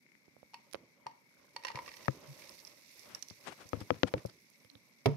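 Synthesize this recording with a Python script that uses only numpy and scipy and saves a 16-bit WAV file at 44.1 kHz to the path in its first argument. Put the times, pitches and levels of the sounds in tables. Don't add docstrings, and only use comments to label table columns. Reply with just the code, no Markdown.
import sys
import numpy as np
from scipy import signal
from scipy.fft import rfft, irfft, next_fast_len
from scipy.io import wavfile
from scipy.ndimage import uniform_filter1d

SR = 44100
rng = np.random.default_rng(int(sys.argv[2]) if len(sys.argv) > 2 else 0)


def nominal_scale(level):
    x = np.asarray(level, float) / 20
    return 10 ** x


def dump_mix(stems):
    frames = np.atleast_2d(stems).T
    limited = np.clip(frames, -1, 1)
    pcm = np.round(limited * 32767).astype(np.int16)
    wavfile.write(sys.argv[1], SR, pcm)


N = 227612
SPAN = 4608

# (time [s], peak level [dB], treble share [dB], floor mode [Hz])
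LANDINGS = [(0.535, -45.5, -18, 870), (0.542, -34, -10, 938), (1.066, -29.5, -23, 922),
            (1.102, -67, -5, 915), (1.112, -59, -7, 937), (1.563, -31.5, -12, 918), (1.636, -38, -5, 925),
            (1.649, -25.5, -8.5, 1022), (1.669, -31.5, -6, 890), (1.68, -43, -1, 1250),
            (1.683, -31, -3, 1007), (1.702, -34, -26, 924), (1.716, -39.5, -10, 895),
            (1.756, -30, -10, 980), (1.766, -40, -2, 990), (1.773, -33.5, -25, 959), (1.789, -32, -22, 993),
            (1.861, -41.5, 4, 1150), (1.878, -36.5, -12, 1140), (1.889, -39, 0, 1010),
            (1.916, -40.5, -5, 920), (1.939, -42.5, -6, 960), (1.968, -42.5, 1, 960),
            (2.007, -46, -9, 1010), (2.048, -45, 13, 1070), (2.057, -40.5, -3, 920), (2.422, -47, 9, 1020),
            (2.44, -47, -2, 885)]
# (frequency [Hz], level [dB], T60 [s])
CUP_MODES = [(546, -14.5, 0.044), (1150, -12, 0.035), (1900, 3.5, 0.036), (2217, 6, 0.011),
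             (2693, 0, 0.021), (3300, -31, 0.016), (4440, 4, 0.019), (5400, 10, 0.0031), (5700, -16, 0.012),
             (7200, -6, 0.0098)]


def insects():
    out = np.zeros((2, N))
    for s, peak_db, treble_db, floor_hz in LANDINGS:
        filling_s = max(s - 1.6, 0)
        lean_db = -6.5 - 0.39 * treble_db - 6 * filling_s
        damped = 1 / (1 + 0.66 * filling_s)
        modes = []
        for hz, db, t60 in [(floor_hz, 0, 0.04)] + CUP_MODES:
            modes.append((hz, db + (treble_db + 3) * (hz > 1500), t60 * damped))
        floor = ring(modes, 0.8, 0.008, 0.0006, 2.4)
        add(out, s, peak_db, lean_db, floor + splinter(treble_db + 8.5, 1.4, 0.027, -11.0))
    return out


# (time [s], peak level [dB], mode [Hz], left-right [dB])
CLACK_EVENTS = [(1.5643, -30, 4440, -19), (1.6492, -32, 2090, -1), (1.6554, -42, 2270, -3),
                (1.6696, -46, 1860, -7.0), (1.6791, -33, 2020, -3), (1.6844, -29, 1930, 3),
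                (1.7024, -37, 2010, -1), (1.7164, -40, 1930, -9), (1.7559, -52, 1900, -8.0),
                (1.7664, -47, 1920, -5.5), (1.7888, -32, 1900, -2), (1.7888, -35, 2170, 4),
                (1.8457, -45, 2180, -2.0), (1.859, -42, 2730, -1), (1.879, -39, 2670, -5),
                (1.8844, -40, 1920, -7), (1.893, -40, 2370, -7.0), (1.916, -43, 1880, -4),
                (1.931, -43, 1920, -4.5), (1.9392, -37, 5450, -18), (1.9464, -45, 2270, -7.0),
                (1.9679, -39, 5730, -15), (1.9714, -46, 1990, -5.5), (1.9914, -45, 2030, -9),
                (2.047, -44, 5600, -10.5), (2.0567, -46, 1920, 6), (2.3894, -45, 1940, -3),
                (2.4209, -38.5, 2300, -7.5), (2.4367, -53, 2210, -8.0)]


def clacks():
    out = np.zeros((2, N))
    level_db, t60 = -9, 0.025
    for s, peak_db, hz, lean_db in CLACK_EVENTS:
        modes = [(hz, 0, t60), (hz * 1.02, -5, 0.66 * t60)]
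        patch = ring(modes, 0.84, 0.0062, 0.00078)
        add(out, s, peak_db + level_db, lean_db, patch + splinter(-9, 3, 0.007, -8))
    return out


# (time [s], peak level [dB], mode [Hz], top share [dB])
TICK_EVENTS = [(2.4933, -38.5, 5260, -14), (2.52, -51, 5900, -18), (2.5526, -62, 4700, -8),
               (2.5706, -51, 5400, -17), (2.5912, -46.5, 4760, -11), (2.601, -46, 5320, 0),
               (2.65, -37, 5250, -8), (2.6713, -43.5, 5400, -16), (2.6756, -41.5, 5500, -1),
               (2.9936, -42.5, 5700, -2), (3.142, -62, 5600, -12), (3.1487, -30.5, 5700, -5.5),
               (3.1915, -49, 5560, 2), (3.2252, -29.5, 5840, -10), (3.285, -39, 5700, -2),
               (3.3003, -41, 4750, -11), (3.3053, -43, 5560, -23), (3.6904, -42.5, 5960, 5),
               (3.8049, -41.5, 5120, 1), (4.0854, -60, 4500, -7), (4.26, -43, 5430, 5),
               (4.271, -53, 4500, 3), (4.2976, -47.5, 4630, -11), (4.469, -58.5, 5500, -9.5),
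               (4.5, -55, 5850, 17), (4.602, -59, 5660, -21), (4.646, -55.5, 5260, 23),
               (4.7, -45.5, 4030, -13), (4.7144, -57, 5600, -30), (4.7535, -47, 3900, -21)]


def ticks():
    out = np.zeros((2, N))
    for s, peak_db, hz, top_db in TICK_EVENTS:
        lean_db = -19.5 + 31 * np.log2(hz / 5400)
        modes = [(hz, 0, 0.007), (hz * 1.067, -4, 0.005), (hz * 0.793, -6, 0.004)]
        edge = splinter(0.38 * top_db - 13.5, top_db + 25, 0.024, 1.3)
        add(out, s, peak_db, lean_db, ring(modes, 1.0, 0.03, 0.00035) + edge)
    return out


# (time [s], crawling level [dB], level of the fall into the cup [dB])
HEAP_MOTION = [(0.0, -81, -88), (0.67, -76.5, -77), (1.05, -81, -77.5), (1.33, -76, -77.5),
               (1.61, -73.5, -67), (1.72, -73.5, -56.5), (1.82, -65, -59.5), (2.05, -62.5, -66.5),
               (2.18, -67.5, -64.5), (2.4, -61.5, -59), (2.6, -63.5, -67), (2.76, -67, -71),
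               (3.02, -62.5, -68.5), (3.12, -67, -69.5), (3.74, -66.5, -69.5), (4.34, -71, -83.5),
               (4.5, -74, -80), (5.16, -75, -78)]
# (frequency [Hz], density [dB per Hz])
LEG_SPECTRUM = [(880, -37), (1500, -17.5), (2140, -0.5), (2770, -8.5), (3030, -15), (3620, -6), (4080, -5),
                (5660, -2.5), (6430, -7), (7100, -13.5), (8500, -25), (16000, -58)]
# (frequency [Hz], left-right [dB])
LEG_LEAN = [(1500, -35), (2200, 10.5), (3000, -8), (4400, -25), (5700, -18), (7500, -0.5), (9500, -9.5),
            (12500, -19), (15500, -21.5)]


def legs():
    level = nominal_scale(curve(HEAP_MOTION, 1)) + nominal_scale(-63) * shake()
    return level * coloured(grains(3000, 1.9, 0.0018, 0.6), LEG_SPECTRUM, LEG_LEAN)


# (frequency [Hz], density [dB per Hz])
HAIR_SPECTRUM = [(6000, -31), (7100, -9), (8300, -4.5), (9650, -0.5), (10800, -3.5), (12400, 2.7),
                 (13600, -6.5), (15200, -12.5), (16000, -6)]


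def fizz():
    level = nominal_scale(-4.5) * nominal_scale(curve(HEAP_MOTION, 1))
    return level * coloured(grains(5000, 1.5, 0.002, 1.0), HAIR_SPECTRUM, LEG_LEAN)


# (frequency [Hz], density [dB per Hz])
PATTER_SPECTRUM = [(150, -10.5), (330, -6), (450, -8.5), (570, 0), (720, -14.5), (1000, -7.5), (1400, -17),
                   (2100, -22.5), (3200, -22), (7000, -62)]


def patter():
    level = nominal_scale(curve(HEAP_MOTION, 2)) + nominal_scale(-44.5) * shake()
    falls = blended(grains(330, 4.3, 0.022, 2.1), 0.38)
    return level * coloured(falls, PATTER_SPECTRUM, [(300, -4.0), (1200, -1.0)])


# (frequency [Hz], density [dB per Hz])
CLATTER_SPECTRUM = [(600, -25), (950, 3), (1400, -9), (2000, 2), (2700, -6), (3500, -11), (4400, -8),
                    (5500, -3), (7000, -22), (12000, -35)]


def clatter():
    bare_from_s, cover_s = 1.5, 0.32
    u = np.arange(N) / SR - bare_from_s
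    bare = np.clip(u / 0.03, 0, 1) * np.exp(-(np.maximum(u, 0) / cover_s) ** 2)
    level = nominal_scale(curve(HEAP_MOTION, 2) - 6) * bare
    clicks = blended(grains(260, 5.1, 0.0025, 1.4), 0.6)
    return level * coloured(clicks, CLATTER_SPECTRUM, [(1000, -3), (5500, -17)])


# (time [s], peak level [dB], boom share [dB], crack share [dB], left-right [dB])
TAP_EVENTS = [(0.743, -30, -45, 13, -17), (0.743, -30.5, -44, -23, -11), (0.752, -35, -33, -21, 1),
              (1.059, -42, -20.5, -25.5, -3), (1.746, -36, -8, -27, 8), (2.08, -15.5, -15.5, -22, 11),
              (3.307, -43.5, 4.5, 0.5, 20), (3.652, -47.5, -13, -29, 14), (3.73, -20.5, -21.5, -20.5, 18.5),
              (3.769, -38, 11, -12, 15), (3.811, -32, -10, -20.5, 7.5), (3.903, -14, -25, -18, 15.5),
              (3.942, -41, -3, -3, 22), (3.96, -45, -13, -17, 11), (4.031, -9.5, -22.5, -15, 19),
              (4.089, -43, -31, 9, -13), (4.137, -17.5, -25, -25, 4.5), (4.178, -39.5, -8, 7, -17),
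              (4.226, -68, -13, -27, -10), (4.249, -25.5, -19, -49, 8), (4.646, -48.5, -13, -6, 0),
              (4.751, -47.5, -13.5, -16, -1)]
# (frequency [Hz], level [dB], T60 [s])
LIP_MODES = [(132, -1, 0.085), (200, -1.5, 0.06), (317, 1, 0.064), (405, 8, 0.034), (514, 8, 0.047),
             (820, -17, 0.0042), (1300, 3, 0.014), (1710, 13.5, 0.0053)]
# (frequency [Hz], level [dB], T60 [s])
WALL_MODES = [(80.8, -35, 0.062), (107.5, 2.5, 0.089), (152.4, -2, 0.072), (190, -3, 0.086),
              (271, 8.5, 0.059), (335, 7.5, 0.041), (383, 1, 0.026), (486, 12.5, 0.049), (640, -6.5, 0.049),
              (880, -3, 0.015), (950, -8, .015), (1305, 5.5, 0.02)]
# (frequency [Hz], level [dB], T60 [s])
CORNER_MODES = [(116.6, 2.5, 0.093), (175, 3, 0.047), (300, -0.5, 0.043), (386, 4.7, 0.027),
                (519, 14, 0.033), (595, 1, 0.026), (880, 0, 0.039), (1330, -18.5, 0.043)]
# (frequency [Hz], left-right [dB])
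WALL_LEAN = [(100, 3), (270, 7.5), (500, -2.8), (700, 3.5), (1000, -5), (1300, 4.5)]


def taps():
    out = np.zeros((2, N))
    for s, peak_db, boom_db, crack_db, lean_db in TAP_EVENTS:
        contact_ms = 0.18 if s < 3.92 else 0.077
        struck = LIP_MODES if s < 3 else WALL_MODES if s < 4.12 else CORNER_MODES
        held = 0.45 if s < 1 else 1
        modes = [(hz, db + (boom_db + 23.0) * (hz < 200), t60 * held) for hz, db, t60 in struck]
        body = ring(modes, 0.3, 0.014, 0.00074, 2.3, WALL_LEAN)
        body[1] = np.roll(body[1], 30) * (np.arange(SPAN) >= 30)
        crack = spike(crack_db + 38.0, contact_ms) + splinter(crack_db + 22.0, -25.5, 0.0079, 2.0)
        side = 1 if s > 3 else -1
        add(out, s + 0.002, peak_db, lean_db, side * (body + crack))
    return out


# (time [s], peak level [dB], mode [Hz], left-right [dB])
PAT_EVENTS = [
    (0.064, -56, 2200, 17),
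    (0.089, -59, 2080, 21),
    (0.119, -55.5, 2120, 23),
    (0.152, -52.5, 2060, 30),
    (0.281, -52.5, 338, -28),
    (0.366, -49, 537, -32),
    (0.43, -44.5, 546, -35),
]


def pats():
    out = np.zeros((2, N))
    feet = [(1.312 + 0.0283 * step, -64, 1500, -24) for step in range(7)]
    for s, peak_db, hz, lean_db in PAT_EVENTS + feet:
        add(out, s, peak_db, lean_db, ring([(hz, 0, 0.012), (300, -12, 0.02)], 1.0, 0.01, 0.00018))
    return out


# (time [s], peak level [dB])
SNAP_EVENTS = [
    (0.713, -47),
    (0.718, -60),
    (.722, -67),
    (0.7286, -38),
    (0.733, -37),
    (0.7342, -30),
    (0.752, -42),
]


def snaps():
    out = np.zeros((2, N))
    for s, peak_db in SNAP_EVENTS:
        add(out, s, peak_db, -17, splinter(0, 18.5, 0.0012, -9))
    return out


# (time [s], peak level [dB], crack share [dB])
KNOCK_EVENTS = [
    (5.0579, -12.5, -1),
    (5.0608, -13, -5),
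    (5.068, -18, -16),
    (5.076, -21.5, -39),
    (5.084, -31, -31),
]
# (frequency [Hz], level [dB], T60 [s])
RIM_MODES = [(116, -3.5, 0.2), (142, 6, 0.25), (171, -4, 0.29), (257.3, 0.5, 0.088), (329, -8, 0.092),
             (435, 1.5, 0.099), (500, -19, 0.091), (561, 4.6, 0.054), (645, -1.5, 0.033), (760, -16, 0.041),
             (925, -8.5, 0.07), (1255, -14.5, 0.061), (1910, -14, 0.025), (2310, -15, 0.017)]
# (time [s], peak level [dB])
EDGE_RATTLES = [
    (5.059, -35),
    (5.063, -39),
    (5.069, -46),
    (5.072, -56),
    (5.111, -63),
    (5.117, -57),
    (4.863, -72),
    (5.042, -70),
]


def knock():
    out = np.zeros((2, N))
    for k, (s, peak_db, crack_db) in enumerate(KNOCK_EVENTS):
        bass_db = 0 if k == 2 else -7.5
        modes = [(hz, db + bass_db * (hz < 200), t60) for hz, db, t60 in RIM_MODES]
        crack = splinter(crack_db, -6.5, 0.024, -27)
        add(out, s, peak_db, -4, ring(modes, 0.77, 0.0082, 0.00042, 1.8) + crack)
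    for s, peak_db in EDGE_RATTLES:
        add(out, s, peak_db, -16, splinter(0, 34, 0.006, -10))
    return out


def shake():
    rise_s, t60 = 0.0099, 0.41
    blows, u = np.zeros(N), np.arange(SR) / SR
    for s, peak_db, *_ in TAP_EVENTS + KNOCK_EVENTS:
        blows[round(s * SR)] += nominal_scale(peak_db)
    swell = nominal_scale(-60 * u / t60) * (1 - np.exp(-u / rise_s))
    return abs(signal.fftconvolve(blows, swell)[:N])


# (middle time [s], length [s], level [dB])
STROKE_EVENTS = [
    (3.121, 0.22, -63),
    (3.48, 0.033, -70),
    (3.493, 0.12, -46.5),
    (3.608, 0.14, -59),
    (3.75, 0.052, -56.5),
    (3.811, 0.048, -53.5),
    (3.94, 0.16, -62.5),
    (4.078, 0.042, -49.5),
    (4.174, 0.063, -56.5),
    (4.298, 0.03, -67.5),
]


def strokes():
    t, out = np.arange(N) / SR, np.zeros(N)
    for s, length_s, db in STROKE_EVENTS:
        phase = np.pi * np.clip((t - s) / length_s, -0.5, 0.5)
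        out += nominal_scale(db) * abs(np.cos(phase)) ** 1.62
    return out


# (frequency [Hz], density [dB per Hz])
RUB_SPECTRUM = [(47, -43), (80, -9.5), (502, -6.5), (1580, -7), (3020, -13.5), (10100, -27.5),
                (14000, -53.5)]


def rub():
    slips = blended(grains(5600, 4.2, 0.0042, 3.6), 0.37)
    return strokes() * coloured(slips, RUB_SPECTRUM, [(200, 6.5), (2000, 24), (9000, 16)])


# (frequency [Hz], density [dB per Hz])
GRIP_SPECTRUM = [(30, -35), (70, -10.5), (140, -1.5), (250, -1), (400, -2.5), (800, -19.5), (2000, -82)]


def grip():
    steady = nominal_scale(-78 + 0.24 * (curve(HEAP_MOTION, 2) + 72.0))
    level = steady + nominal_scale(-37) * shake() + nominal_scale(-13.5) * strokes()
    slips = blended(grains(340, 5.5, 0.0085, 3.0), 1.0)
    return level * coloured(slips, GRIP_SPECTRUM, [(100, -2.5), (400, -5.0)])


# (middle time [s], length [s], level [dB], frequency [Hz])
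SHUDDER_EVENTS = [
    (2.305, 0.068, -45.5, 140),
    (4.745, 0.083, -60, 280),
]


def shudder():
    t, out = np.arange(N) / SR, np.zeros((2, N))
    for s, length_s, db, hz in SHUDDER_EVENTS:
        swell = nominal_scale(db) * abs(np.cos(np.pi * np.clip((t - s) / length_s, -0.5, 0.5)))
        out += swell * np.sin(2 * np.pi * hz * t - np.array([[1.4], [0]]))
    return out


# (frequency [Hz], T60 [s])
ROOM_T60 = [(100, 0.29), (1000, 0.35), (5000, 0.28), (15000, 0.28)]


def room(x):
    out, t_all = np.zeros((2, N)), np.arange(N) / SR
    crossed = x + 0.65 * x[::-1]
    for k in range(3):
        paths = np.zeros((2, SR // 2))
        slots = np.arange(200, SR // 2 - 20, 20)
        at = slots + rng.integers(0, 20, (2, (SR // 2 - 201) // 20))
        np.put_along_axis(paths, at, rng.choice([-1., 1.], at.shape), 1)
        hz, t, z = signal.stft(paths, SR, nperseg=256)
        decay = nominal_scale(-60 * t / read(ROOM_T60, hz)[:, None])
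        tail = signal.istft(z * decay, SR, nperseg=256)[1]
        share = np.sqrt(2 / 3) * np.cos(2 * np.pi * (8 * t_all + k / 3))
        out += signal.fftconvolve(crossed * share, tail / np.linalg.norm(tail[0]), axes=1)[:, :N]
    return out


# (frequency [Hz], density [dB per Hz])
HUSH_SPECTRUM = [(18, -59), (30, -43.5), (115, -23.5), (131, -3.5), (174, -5.5), (252, -3.5), (364, -18),
                 (616, -26), (1860, -16.5), (2230, -1), (2750, -30), (6900, -30), (9220, -50),
                 (16000, -62.5)]
# (frequency [Hz], left-right [dB])
HUSH_BALANCE = [(60, 2.5), (120, -8.5), (240, -9), (480, -2.5), (950, -0.5), (1890, 20.5), (3770, -2),
                (7520, 10), (15000, -4)]
# (frequency [Hz], correlation [-1 to 1])
HUSH_LIKENESS = [(60, 1), (180, 0.67), (550, 1), (1650, -1.1), (4970, -0.29), (15000, -0.0)]


def hush():
    size = next_fast_len(N)
    a, b = rfft(grains(14000, 2.5, 0.011, 0.239), size)
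    same = np.clip(read(HUSH_LIKENESS, np.fft.rfftfreq(size, 1 / SR)), -1, 1)
    pair = irfft(np.array([a, same * a + np.sqrt(1 - same ** 2) * b]), size)[:, :N]
    return nominal_scale(-73.5) * coloured(pair, HUSH_SPECTRUM, HUSH_BALANCE)


# (frequency [Hz], density [dB per Hz])
IMPACT_SPECTRUM = [(300, -16), (900, -21.5), (2200, 7), (3500, -0.5), (5500, 2.5), (7200, -15),
                   (10000, -13), (12500, -19.5), (15500, -32)]


def splinter(db, tilt_db, t60, dull_db):
    t, hz = np.arange(SPAN) / SR, np.fft.rfftfreq(SPAN, 1 / SR)
    high = np.clip(np.log2(hz / 3000 + 1e-9) / 2, 0, 1)
    port_db = np.array([dull_db * high, 0 * high])
    colour = nominal_scale(read(IMPACT_SPECTRUM, hz) + tilt_db * high + port_db)
    noise = irfft(rfft(rng.standard_normal((2, SPAN))) * colour, SPAN)
    return nominal_scale(db - 60 * t / t60) * (1 - np.exp(-t / 0.00035)) * evened(noise)


def spike(db, width_ms):
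    u = np.arange(SPAN) / SR / (width_ms / 1000) - 2.5
    return -nominal_scale(db) * np.exp(-u ** 2) * np.array([[1], [0.2]])


def ring(modes, spread, detune, rise_s, scatter_db=2.0, lean=((1, 0), (2, 0))):
    hz, db, t60 = np.transpose(modes)[:, :, None]
    t, luck = np.arange(SPAN) / SR, rng.standard_normal((5, len(modes), 1))
    dying = np.exp((2j * np.pi * hz * (1 + detune * luck[0]) - np.log(1000) / t60) * t)
    tilt = read(lean, hz) / 2
    strength = nominal_scale(db + np.array([tilt, -tilt]) + scatter_db * luck[1:3])
    heard = strength * np.exp(1j * spread * luck[3:])
    return (heard[:, :, 0] @ dying).imag * (1 - np.exp(-t / rise_s))


def grains(per_s, spread_db, grain_s, clump_db):
    size = nominal_scale(spread_db * np.minimum(rng.exponential(1, N), 5)) * (rng.random(N) < per_s / SR)
    clump = evened(uniform_filter1d(uniform_filter1d(rng.standard_normal(N), 700), 700))
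    puff = signal.lfilter([1], [1, -np.exp(-1 / (grain_s * SR))], size * nominal_scale(clump_db * clump))
    return puff * rng.standard_normal((2, N))


def blended(x, share):
    return np.array([x[0], share * x[0] + np.sqrt(1 - min(share, 1) ** 2) * x[1]])


def coloured(x, spectrum, lean):
    size = next_fast_len(N)
    hz = np.fft.rfftfreq(size, 1 / SR)
    tilt = read(lean, hz) / 2
    gain = nominal_scale(read(spectrum, hz) + np.array([tilt, -tilt]) - abs(tilt))
    y = irfft(rfft(x, size) * gain, size)[:, :N]
    return y / np.std(y.mean(0))


def add(mix, s, db, lean_db, sound):
    lean = nominal_scale(np.array([[lean_db / 2], [-lean_db / 2]]))
    sound = sound / abs(sound).max(1, keepdims=True) * lean
    part = mix[:, round(s * SR):][:, :sound.shape[1]]
    part += (nominal_scale(db) * 2 * sound / abs(sound).max(1).sum())[:, :part.shape[1]]


def evened(x):
    return x / np.sqrt(np.mean(x ** 2) + 1e-20)


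def read(points, hz):
    f, value = np.transpose(points)
    return np.interp(np.log(hz + 1), np.log(f + 1), value)


def curve(rows, column):
    rows = np.array(rows)
    return np.interp(np.arange(N) / SR, rows[:, 0], rows[:, column])


def scene():
    bugs, rim = insects(), knock()
    shells = ticks() + clacks()
    hand = taps() + pats() + snaps()
    echo = room(nominal_scale(-13.0) * bugs + nominal_scale(-18.5) * shells + nominal_scale(-37.0) * hand + nominal_scale(-18) * rim)
    crowd = legs() + fizz() + patter() + clatter()
    handling = rub() + grip() + shudder()
    return bugs + shells + crowd + hand + rim + handling + echo + hush()


def band_limit(x):
    return signal.sosfilt(signal.butter(12, 16430, fs=SR, output="sos"), x)


def record(dry):
    bass_cut = signal.butter(4, 68, "high", fs=SR, output="sos")
    cut = signal.sosfilt(bass_cut, dry)
    treble_edge = signal.firwin(511, 15750, window=("kaiser", 9), fs=SR)
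    cut = signal.oaconvolve(cut, treble_edge[None], "same")
    return band_limit(cut)


dry = scene()
out = record(dry)
dump_mix(out)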